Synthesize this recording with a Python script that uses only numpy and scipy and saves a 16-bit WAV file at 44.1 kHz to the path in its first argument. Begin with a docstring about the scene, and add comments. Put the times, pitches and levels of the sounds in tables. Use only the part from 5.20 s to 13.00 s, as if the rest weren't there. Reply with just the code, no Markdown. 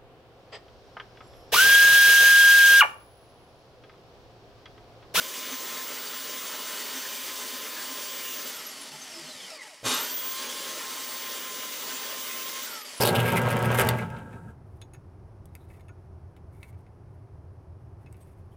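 """A portable band saw stands upright under a steel table, close to the microphone. It is cutting a
small aluminium piece: the blade rasps, the motor whistles, the gears whine, the piece knocks and teeth
chirp. At 3.3 s the trigger is let go; the drive coasts almost to rest, rattling and squealing, while
pliers turn the piece with soft thuds. At 4.6 s it restarts with a jolt and a climbing whine and cuts
again. At 7.4 s it is let go once more and the slack gears howl."""
import sys
import numpy as np
from scipy import signal
from scipy.fft import rfft, irfft
from scipy.io import wavfile
from scipy.ndimage import uniform_filter1d

SR = 44100
rng = np.random.default_rng(int(sys.argv[2]) if len(sys.argv) > 2 else 0)


def pcm_store(signal):
    """Save signal as 16-bit PCM."""
    levels = np.round(np.clip(np.atleast_2d(signal), -1, 1) * 32767)
    wavfile.write(sys.argv[1], SR, levels.astype(np.int16).T)


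N = 343980
T = np.arange(N) / SR
HZ = np.linspace(1, SR / 2, 8192)
FULL_HZ, WHISTLE_ORDER = 520, 29  # nominal shaft speed; whistle cycles per turn


def undb(db):
    """Decibels to gain."""
    return 10 ** (np.asarray(db) / 20)


def unit(x):
    """Scale to rms 1."""
    return x / np.sqrt(np.mean(x ** 2) + 1e-20)


def curve(rows):
    """Join (time, value) rows by straight lines."""
    return np.interp(T, *np.transpose(rows))


def walk(rate):
    """Random levels, rate a second, joined by straight lines; rms 1."""
    points = rng.standard_normal(int(rate * N / SR) + 2)
    return unit(np.interp(T * rate, np.arange(len(points)), points))


def bell(hz, width):
    """Power response of one resonance."""
    return 1 / (1 + (2 * (HZ - hz) / width) ** 2)


def shape(x, gain):
    """Filter x by a gain given over HZ."""
    return irfft(rfft(x) * np.interp(np.linspace(0, SR / 2, N // 2 + 1), HZ, gain), N)


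def colour(x, spectrum, body_db):
    """Shape x by a spectrum and resonances; about rms 1 in the band that carries the rasp."""
    hz, db = np.transpose(spectrum)
    gain = undb(np.interp(np.log(HZ), np.log(hz), db) + body_db)
    band = (HZ > 1200) & (HZ < 9000)
    return shape(unit(x), gain / np.sqrt(np.mean(band * gain ** 2)))


def response(hz, modes):
    """Amplitude of a tone at hz as it passes through resonances."""
    return np.interp(hz, HZ, sum(undb(db) * bell(centre, width) for centre, width, db in modes))


def narrow(hz, width):
    """A resonance kept ringing by random pushes, with no deep bass; rms 1."""
    return unit(shape(rng.standard_normal(N), bell(hz, width) / (1 + (75 / HZ) ** 6)))


def swell(s, sigma):
    """The samples around a moment and a bell-shaped envelope over them."""
    span = slice(max(int((s - 4 * sigma) * SR), 0), int((s + 4 * sigma) * SR))
    return span, np.exp(-.5 * ((T[span] - s) / sigma) ** 2)


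def bumps(rows, sigma):
    """Short tone swells from (t/s, f/Hz, level/dB) rows."""
    out = np.zeros(N)
    for s, hz, db in rows:
        span, envelope = swell(s, sigma)
        out[span] += undb(db) * envelope * np.sqrt(2) * np.sin(2 * np.pi * hz * (T[span] - s))
    return out


def ring(x, t60, wet_db):
    """Add the short ring of steel plate and nearby walls; its colour shifts as blade and hand move."""
    t = T[:SR // 6]
    tails = rng.standard_normal((2, len(t))) * np.exp(-np.log(1000) * t / t60)
    one, other = (signal.oaconvolve(x, tail / np.linalg.norm(tail))[:N] for tail in tails)
    drift = 2 * np.pi * T + walk(3)
    wet = np.cos(drift) * one + np.sin(drift) * other
    return (x + undb(wet_db) * wet) / np.sqrt(1 + undb(2 * wet_db))


# trigger held: on t/s, off t/s
TRIGGER_HELD = [(-2, 3.27), (4.63, 7.42)]
# motor speed as the pitch of its whistle, one list per cut: t/s, f/Hz
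WHISTLE_PITCH = [
    [(0.0, 14900), (0.44, 15140), (2.27, 14910), (3.16, 15180), (3.27, 15310)],
    [(5.3, 15500), (6.5, 14970), (7.24, 15210), (7.42, 15430)],
]
def motor_speed():
    """Shaft Hz: runs up while the trigger is held, then coasts against friction and fan drag."""
    run_up_s, run_up_shape = .074, .75  # exponent under 1: torque drops with speed
    friction_hz_per_s, drag_hz = 255, 414  # fan drag equals friction at drag_hz
    hz = np.zeros(N)
    for (on, off), pitch in zip(TRIGGER_HELD, WHISTLE_PITCH):
        cutting = curve(pitch) / WHISTLE_ORDER
        lag = np.exp(-(np.maximum(T - on, 0) / run_up_s) ** run_up_shape)
        hz = np.where(T >= on, cutting + (np.interp(on, T, hz) - cutting) * lag, hz)
        braking = np.maximum(T - off, 0) * friction_hz_per_s / drag_hz
        angle = np.arctan(np.interp(off, T, hz) / drag_hz) - braking
        hz = np.where(T >= off, drag_hz * np.tan(np.maximum(angle, 0)), hz)
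    return np.maximum(hz, 5)


def since_restart():
    """Seconds since the trigger was pulled again; 0 before."""
    return np.maximum(T - TRIGGER_HELD[-1][0], 0)


def strain(seconds):
    """Strain on the drive: 1 at the restart, holding and then dying away."""
    age = since_restart()
    return (age > 0) * np.exp(-(age / seconds) ** 3)


# how hard the piece is fed into the blade: t/s, rasp level/dB
FEED_LEVEL = [(0, -37.5), (.33, -37), (.77, -38.5), (1.3, -37), (2.4, -37.5), (3.27, -38), (4.95, -38.5),
              (5.1, -39), (5.25, -36), (5.5, -36.5), (5.8, -38), (6.9, -37.5), (7.2, -37)]
def rasp_level(shaft_hz, power):
    """Level in dB: set by feed and restart surge under power, by speed when coasting."""
    surge_db, attack_s = 11, .048
    coast_db, fan_db, floor_db = -43.5, 6, -53.5
    rise = np.sin(np.pi / 2 * np.minimum(since_restart() / attack_s, 1)) ** 2
    attack = np.where(T > TRIGGER_HELD[-1][0] - attack_s, rise, 1)
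    driven = attack * undb(curve(FEED_LEVEL) + surge_db * strain(.21))
    free = above(shaft_hz, edge_hz=81.2) * undb(coast_db + fan_db * (shaft_hz / FULL_HZ) ** 5)
    energy = power * driven ** 2 + (1 - power) * free ** 2 + undb(floor_db) ** 2
    return 10 * np.log10(energy) + .21 * walk(10)


def above(hz, edge_hz, steepness=5):
    """Gain of 1 well above edge_hz, fading under it."""
    return 1 / np.sqrt(1 + (edge_hz / hz) ** steepness)


def scrape(grain_db, spread_db):
    """Hiss of sliding steel plus tiny impacts of teeth and chips, too dense to tell apart."""
    count = 40000
    sizes = rng.choice([-1, 1], count) * undb(spread_db * np.minimum(rng.exponential(size=count), 3))
    impacts = np.bincount(rng.integers(0, N, count), sizes, N)
    return rng.standard_normal(N) + undb(grain_db) * unit(impacts)


def flaws(turns):
    """A gear meets the same flaws each turn, never quite alike: its harmonics trade strength."""
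    count = 128
    place = turns * count % count
    weights = np.array([walk(16) for _ in range(3)])
    patterns = [np.interp(place, np.arange(count), rng.standard_normal(count)) for _ in weights]
    return np.sum(weights * patterns, axis=0) / np.linalg.norm(weights, axis=0)


# resonances of housing, frame and table, negative for hollows: f/Hz, width/Hz, gain/dB
BODY_MODES = [(254, 22.5, 7.5), (415, 60, 3.5), (611.5, 41, 6.5), (705, 143, -9.5), (1306, 66, 3.5),
              (1810, 37, 4), (1940, 40, 1), (2670, 99, -4), (2886, 110, 2.5), (3430, 100, -0.5),
              (3520, 210, 1), (4130, 320, -2), (4570, 370, 3), (5820, 120, 2.5), (6030, 130, 2),
              (6200, 95, 2.5), (7470, 120, 5), (7830, 180, -4), (8040, 160, 4), (9070, 540, -2.5),
              (10090, 540, 4), (11350, 230, 1)]
# colour of the rasp under power: f/Hz, gain/dB
DRIVEN_SPECTRUM = [(30, -41), (60, -30.5), (110, -17.5), (170, -10.5), (230, -3.5), (320, -2.5), (560, 1),
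                   (850, -1), (1600, -1.5), (3200, -0.96), (6500, -1.97), (9000, -5.5), (13500, -10.5),
                   (15500, -17)]
# its colour while the motor pulls up to speed: f/Hz, gain/dB
PULLING_SPECTRUM = [(30, -31), (60, -38), (110, -15.5), (400, -3.5), (1100, 1), (1700, -2.5), (4000, -1),
                    (7500, -5.5), (12000, -12), (15500, -22)]
def rasp(shaft_hz, turns, power):
    """The blade scrapes in guides and cut, gives way to rattle as it slows, and restarts coarsely."""
    body_db = sum(db * bell(hz, width) for hz, width, db in BODY_MODES)
    speed = np.clip(shaft_hz / FULL_HZ, 0, 1)
    pull = power * np.clip((1 - speed - .04) * 7, 0, 1)
    fast = np.maximum(power, speed ** 2.6)
    sliding = ring(scrape(grain_db=-5, spread_db=3), t60=.087, wet_db=-14)
    whirr = shape(flaws(turns / 5), bell(hz=3300, width=1400))  # a slower gear excites the gearbox
    driven = colour(unit(sliding) + undb(-15) * unit(whirr), DRIVEN_SPECTRUM, body_db)
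    driven *= undb(.29 * walk(45))
    # the blade wanders in the cut, so the metal's bands take turns in speaking
    for hz, width in [(520, 1200), (1900, 1300), (3200, 510), (4550, 670), (6150, 1350), (8500, 3500)]:
        driven += shape(driven, bell(hz, width)) * .14 * walk(32)
    coasting = rattle(turns, body_db) * undb(.37 * walk(70))
    coarse = ring(scrape(grain_db=-3, spread_db=2.5), t60=.037, wet_db=-5)
    pulling = colour(coarse, PULLING_SPECTRUM, body_db)
    running = np.sqrt(fast) * undb(-1.16) * driven + np.sqrt(1 - fast) * undb(-.96) * coasting
    return np.sqrt(1 - pull) * running + np.sqrt(pull) * undb(.56) * pulling


# tones of armature, fan and pinion: shaft multiple, relative level/dB
SHAFT_TONES = [(1, -64), (2, -51.3), (3, -61.5), (4, -58), (6, -59), (12, -57.5), (24, -72), (28, -62)]
# the blade bites harder: t/s, boost/dB, sigma/s
BLADE_BITES = [(6.3, 5, .03), (7.2, 3, .1)]
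def gear_whine(turns, shaft_hz, power, rasp_db):
    """Shaft harmonics flutter with the play in the gears, grow with load and speed, fade unpowered."""
    tones = np.zeros(N)
    for order, db in SHAFT_TONES:
        angle = 2 * np.pi * order * turns + .37 * walk(45)
        tones += undb(db) * np.sqrt(2) * (1 + .21 * walk(45)) * np.sin(angle)
    load_db = .75 * np.minimum(rasp_db + 41, 4) + 1.7 * walk(20)
    speed_db = np.clip(.1 * (shaft_hz - FULL_HZ), -1, 2)
    restart_db = 1.5 * strain(.57) + 1.5 * (since_restart() > 0)
    bite_db = sum(db * np.exp(-.5 * ((T - s) / sigma) ** 2) for s, db, sigma in BLADE_BITES)
    tones *= undb(load_db + speed_db + restart_db + bite_db - 3 - 17 * (1 - power))
    return shape(tones, 1 / (1 + (230 / HZ) ** 4))  # the small housing radiates no deep bass


# high resonances of the motor housing: f/Hz, width/Hz, level/dB
HOUSING_MODES = [(9920, 650, -48.5), (11840, 390, -43), (13565, 860, -45.5), (14830, 580, -43),
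                 (15210, 250, -43)]
def motor_whistle(turns, shaft_hz):
    """A very high harmonic swells in the housing's resonances and flutters more below full speed."""
    slowed = np.clip(3 * (1 - shaft_hz / FULL_HZ), 0, 1)
    tone = np.sqrt(2) * np.sin(2 * np.pi * WHISTLE_ORDER * turns + slowed * walk(260))
    strain_db = 9 * strain(.53) + 7.5 * strain(.08)  # loudest in the restart's first surge
    flutter_db = (1.6 + 2.8 * slowed) * np.clip(walk(170), -2, 1.5)
    level_db = strain_db + flutter_db + .69 * walk(2.82) + .18
    return tone * response(WHISTLE_ORDER * shaft_hz, HOUSING_MODES) * undb(level_db)


# clear knocks of the piece: t/s, level/dB
PIECE_KNOCKS = [(.189, -50), (.336, -44), (1.16, -51), (1.775, -46.5), (2.72, -47), (6.385, -48),
                (6.74, -46)]
def table_knocks(power):
    """During the cuts the piece knocks on the table, often faintly, and sounds one low mode."""
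    table_hz = 262.7
    faint = [(N / SR * when, -59 + 3 * force) for when, force in rng.random((12, 2))]
    return power * bumps([(s, table_hz, db) for s, db in list(PIECE_KNOCKS) + faint], sigma=.014)


# the teeth catch: t/s, f/Hz, level/dB, sigma/s
TOOTH_CHIRPS = [(.32, 6180, -39, .035), (.61, 1790, -44, 0.022), (.69, 1280, -47, 0.026),
                (.71, 520, -42, .016), (.84, 1291, -48, .02), (.94, 1326, -42, 0.021),
                (1.615, 1960, -41, .014), (1.78, 6090, -42, 0.035), (1.855, 1787, -40, 0.016),
                (2.59, 1606, -42, 0.041), (3.1, 2820, -40, .034), (5.18, 4069, -42, 0.019),
                (5.28, 6470, -40, .016), (5.3, 3273, -40, 0.018), (5.58, 516, -42, 0.014),
                (6.25, 1250, -46, 0.02), (6.76, 6976, -43, .02), (6.92, 624, -47, 0.034),
                (7.1, 2088, -43, 0.041), (7.12, 2540, -42, 0.016), (7.22, 2605, -44, .018)]
def tooth_chirps(power):
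    """Teeth stick and chatter for a moment: a few hoarse chirps among many faint ones."""
    faint = [(N / SR * when, 900 * 9 ** pitch, -54 + 7 * force, .024 + .016 * length)
             for when, pitch, force, length in rng.random((150, 4))]
    chatter = walk(300) + 1j * walk(300)
    out = np.zeros(N)
    for s, hz, db, sigma in list(TOOTH_CHIRPS) + faint:
        span, envelope = swell(s, sigma)
        tone = np.real(chatter[span] * np.exp(2j * np.pi * hz * T[span])) / np.sqrt(2)
        out[span] += undb(db) * envelope * tone
    return out * power


# colour of the coasting drive: f/Hz, gain/dB
COASTING_SPECTRUM = [(30, -43), (80, -21), (140, -7), (250, -4.5), (450, -4), (650, 4), (1500, -5.5),
                     (2100, 1), (5000, -4.5), (8000, -4.5), (10000, -9), (12500, -15.5), (15500, -25)]
# resonances of the free-running blade: f/Hz, width/Hz, gain/dB
LOOSE_MODES = [(1930, 85, 3), (3070, 100, 5), (4570, 170, 3.5), (5170, 520, 6.5), (5950, 150, -1),
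               (8000, 130, 0)]
def rattle(turns, body_db):
    """Unloaded gears slide and whirr, and the slack blade clatters unevenly in its guides."""
    whirr = shape(flaws(turns), HZ / np.hypot(HZ, 1200))  # small flaws tick and give little bass
    sliding = ring(scrape(grain_db=-8, spread_db=2.5), t60=.063, wet_db=-6)
    count = int(90 * N / SR)  # 90 taps a second
    taps = np.bincount(rng.integers(0, N, count), rng.uniform(-.74, 1, count), N)
    clatter = ring(taps, t60=.025, wet_db=12)
    loose_db = sum(db * bell(hz, width) for hz, width, db in LOOSE_MODES)
    mix = unit(sliding) + undb(-11) * unit(whirr) + undb(-9) * unit(clatter)
    return colour(mix, COASTING_SPECTRUM, body_db + loose_db)


# slack gear harmonics: shaft multiple, gain/dB, slowest shaft f/Hz, fastest shaft f/Hz
SLACK_HARMONICS = [(2, -9, 420, 600), (3, -3, 270, 600), (6, -6.5, 72, 125), (12, 3, 400, 470),
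                   (12, -2, 72, 115), (24, 4.3, 77, 280), (47.7, 3.5, 102, 140)]
# resonances of the frame: f/Hz, width/Hz, level/dB
FRAME_MODES = [(645, 110, -40), (930, 190, -49.5), (1363, 240, -50), (1980, 300, -45), (3100, 600, -50.5),
               (3930, 400, -52), (4650, 600, -53), (5300, 520, -47), (6300, 240, -49.5), (8070, 540, -50)]
def gear_squeals(turns, shaft_hz, power):
    """Coasting, each harmonic chatters in its own range of speed and sings in the frame."""
    out = np.zeros(N)
    for order, db, slowest_hz, fastest_hz in SLACK_HARMONICS:
        in_range = above(shaft_hz, slowest_hz, steepness=12) * above(fastest_hz, shaft_hz, steepness=12)
        flutter = unit(undb(4.2 * np.minimum(walk(110), 1)) * (1 + .4 * walk(450)))
        angle = 2 * np.pi * order * turns + .13 * np.sqrt(order) * walk(180)
        out += undb(db) * in_range * flutter * response(order * shaft_hz, FRAME_MODES) * np.sin(angle)
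    return ring(out * (1 - power), t60=.094, wet_db=-5)


# howls after the trigger is let go: t/s, level/dB, length/s
RELEASE_HOWLS = [(3.31, -55, .15), (7.465, -49.5, .21)]
def gear_howl(turns):
    """The gears go slack and howl briefly on the shaft's falling third harmonic."""
    attack_s, release_s = .012, .07
    gate = sum(undb(db) * np.clip((T - s) / attack_s, 0, 1) * np.clip((s + length - T) / release_s, 0, 1)
               for s, db, length in RELEASE_HOWLS)
    flutter = unit(1 + .5 * walk(150))
    return gate * np.sqrt(2) * flutter * np.sin(2 * np.pi * 3 * turns + .75 * walk(150))


# handling between the cuts: t/s, f/Hz, level/dB
PLIER_THUDS = [(3.61, 283, -54.5), (3.75, 148, -55.5), (3.989, 336, -48.5), (4.04, 154, -56.5),
               (4.07, 255, -54), (4.25, 190, -61)]
def plier_thuds():
    """The piece thuds softly as the pliers draw it back and turn it."""
    return bumps(PLIER_THUDS, sigma=.022)


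# brief dips of the rasp: t/s, gain below the treble/dB, half length/s
RASP_DIPS = [(3.705, -2.5, .012), (4.393, -4, .015), (4.957, -3.5, .009), (5.279, -2, .009),
             (7.635, -4, .013)]
def dips(x):
    """Now and then the level dips briefly, the treble three times as many decibels."""
    treble = x - shape(x, 1 / (1 + (HZ / 7500) ** 4))
    dip_db = sum(db * np.exp(-((T - s) / half) ** 4) for s, db, half in RASP_DIPS)
    return (x - treble + treble * undb(2 * dip_db)) * undb(dip_db)


def restart_jolt():
    """Inrush current shakes frame and table at twice mains frequency; the gears take up their play."""
    age = since_restart()
    kick = (1 - np.exp(-(age / .016) ** 2)) * np.exp(-(age / .048) ** 2)
    hum = undb(-35.5) * np.sin(2 * np.pi * 120 * T)
    rise = 1 - np.exp(-(age / .031) ** 2)
    shudder = rise * strain(.1) * undb(-38) * narrow(hz=251, width=56)
    thump = undb(-43) * narrow(hz=108, width=32)
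    clunk = undb(-33.5) * narrow(hz=423, width=800)
    return shudder + kick * (hum + thump + clunk)


# gear tones of the run-up: peak t/s, shaft multiple, level/dB, sigma/s
CLIMBING_TONES = [(4.69, 24, -44, .02), (4.72, 12, -43, .035), (4.79, 3, -45, .065), (4.79, 2, -47, .025)]
def run_up_whine(turns):
    """The straining gears sing a few climbing tones; a hoarse whine lasts until the cut is steady."""
    hoarse = np.sin(2 * np.pi * 6.4 * turns + 1.8 * walk(190)) * unit(1 + .5 * walk(140))
    out = undb(-48) * strain(.9) * hoarse
    for s, order, db, sigma in CLIMBING_TONES:
        span, envelope = swell(s, sigma)
        flutter = unit(1 + .45 * walk(120))
        tone = flutter * np.sin(2 * np.pi * order * turns + .35 * np.sqrt(order) * walk(150))
        out[span] += undb(db) * envelope * tone[span]
    return np.sqrt(2) * out


def scene():
    """The saw from close by: one trigger and one motor speed drive all its parts."""
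    held = sum((T > on) * (T < off) * 1. for on, off in TRIGGER_HELD)
    power = uniform_filter1d(held, SR // 50).clip(0, 1)
    shaft_hz = motor_speed()
    ripple = np.sin(2 * np.pi * np.cumsum(shaft_hz / 63) / SR)  # load on the gearbox's slow side
    turns = np.cumsum(shaft_hz * (1 + .00099 * ripple + .00028 * walk(20))) / SR
    rasp_db = rasp_level(shaft_hz, power)
    saw = dips(rasp(shaft_hz, turns, power) * undb(rasp_db + .072 * ripple))
    saw += gear_whine(turns, shaft_hz, power, rasp_db) + motor_whistle(turns, shaft_hz)
    saw += table_knocks(power) + tooth_chirps(power)
    saw += gear_squeals(turns, shaft_hz, power) + gear_howl(turns) + plier_thuds()
    saw += restart_jolt() + run_up_whine(turns)
    return np.array([saw, saw])


def record(dry):
    """Close mono sound, with the treble cut steeply above 15.7 kHz."""
    return signal.sosfilt(signal.ellip(10, .2, 80, 15700, fs=SR, output="sos"), dry)


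dry = scene()
out = record(dry)
pcm_store(out)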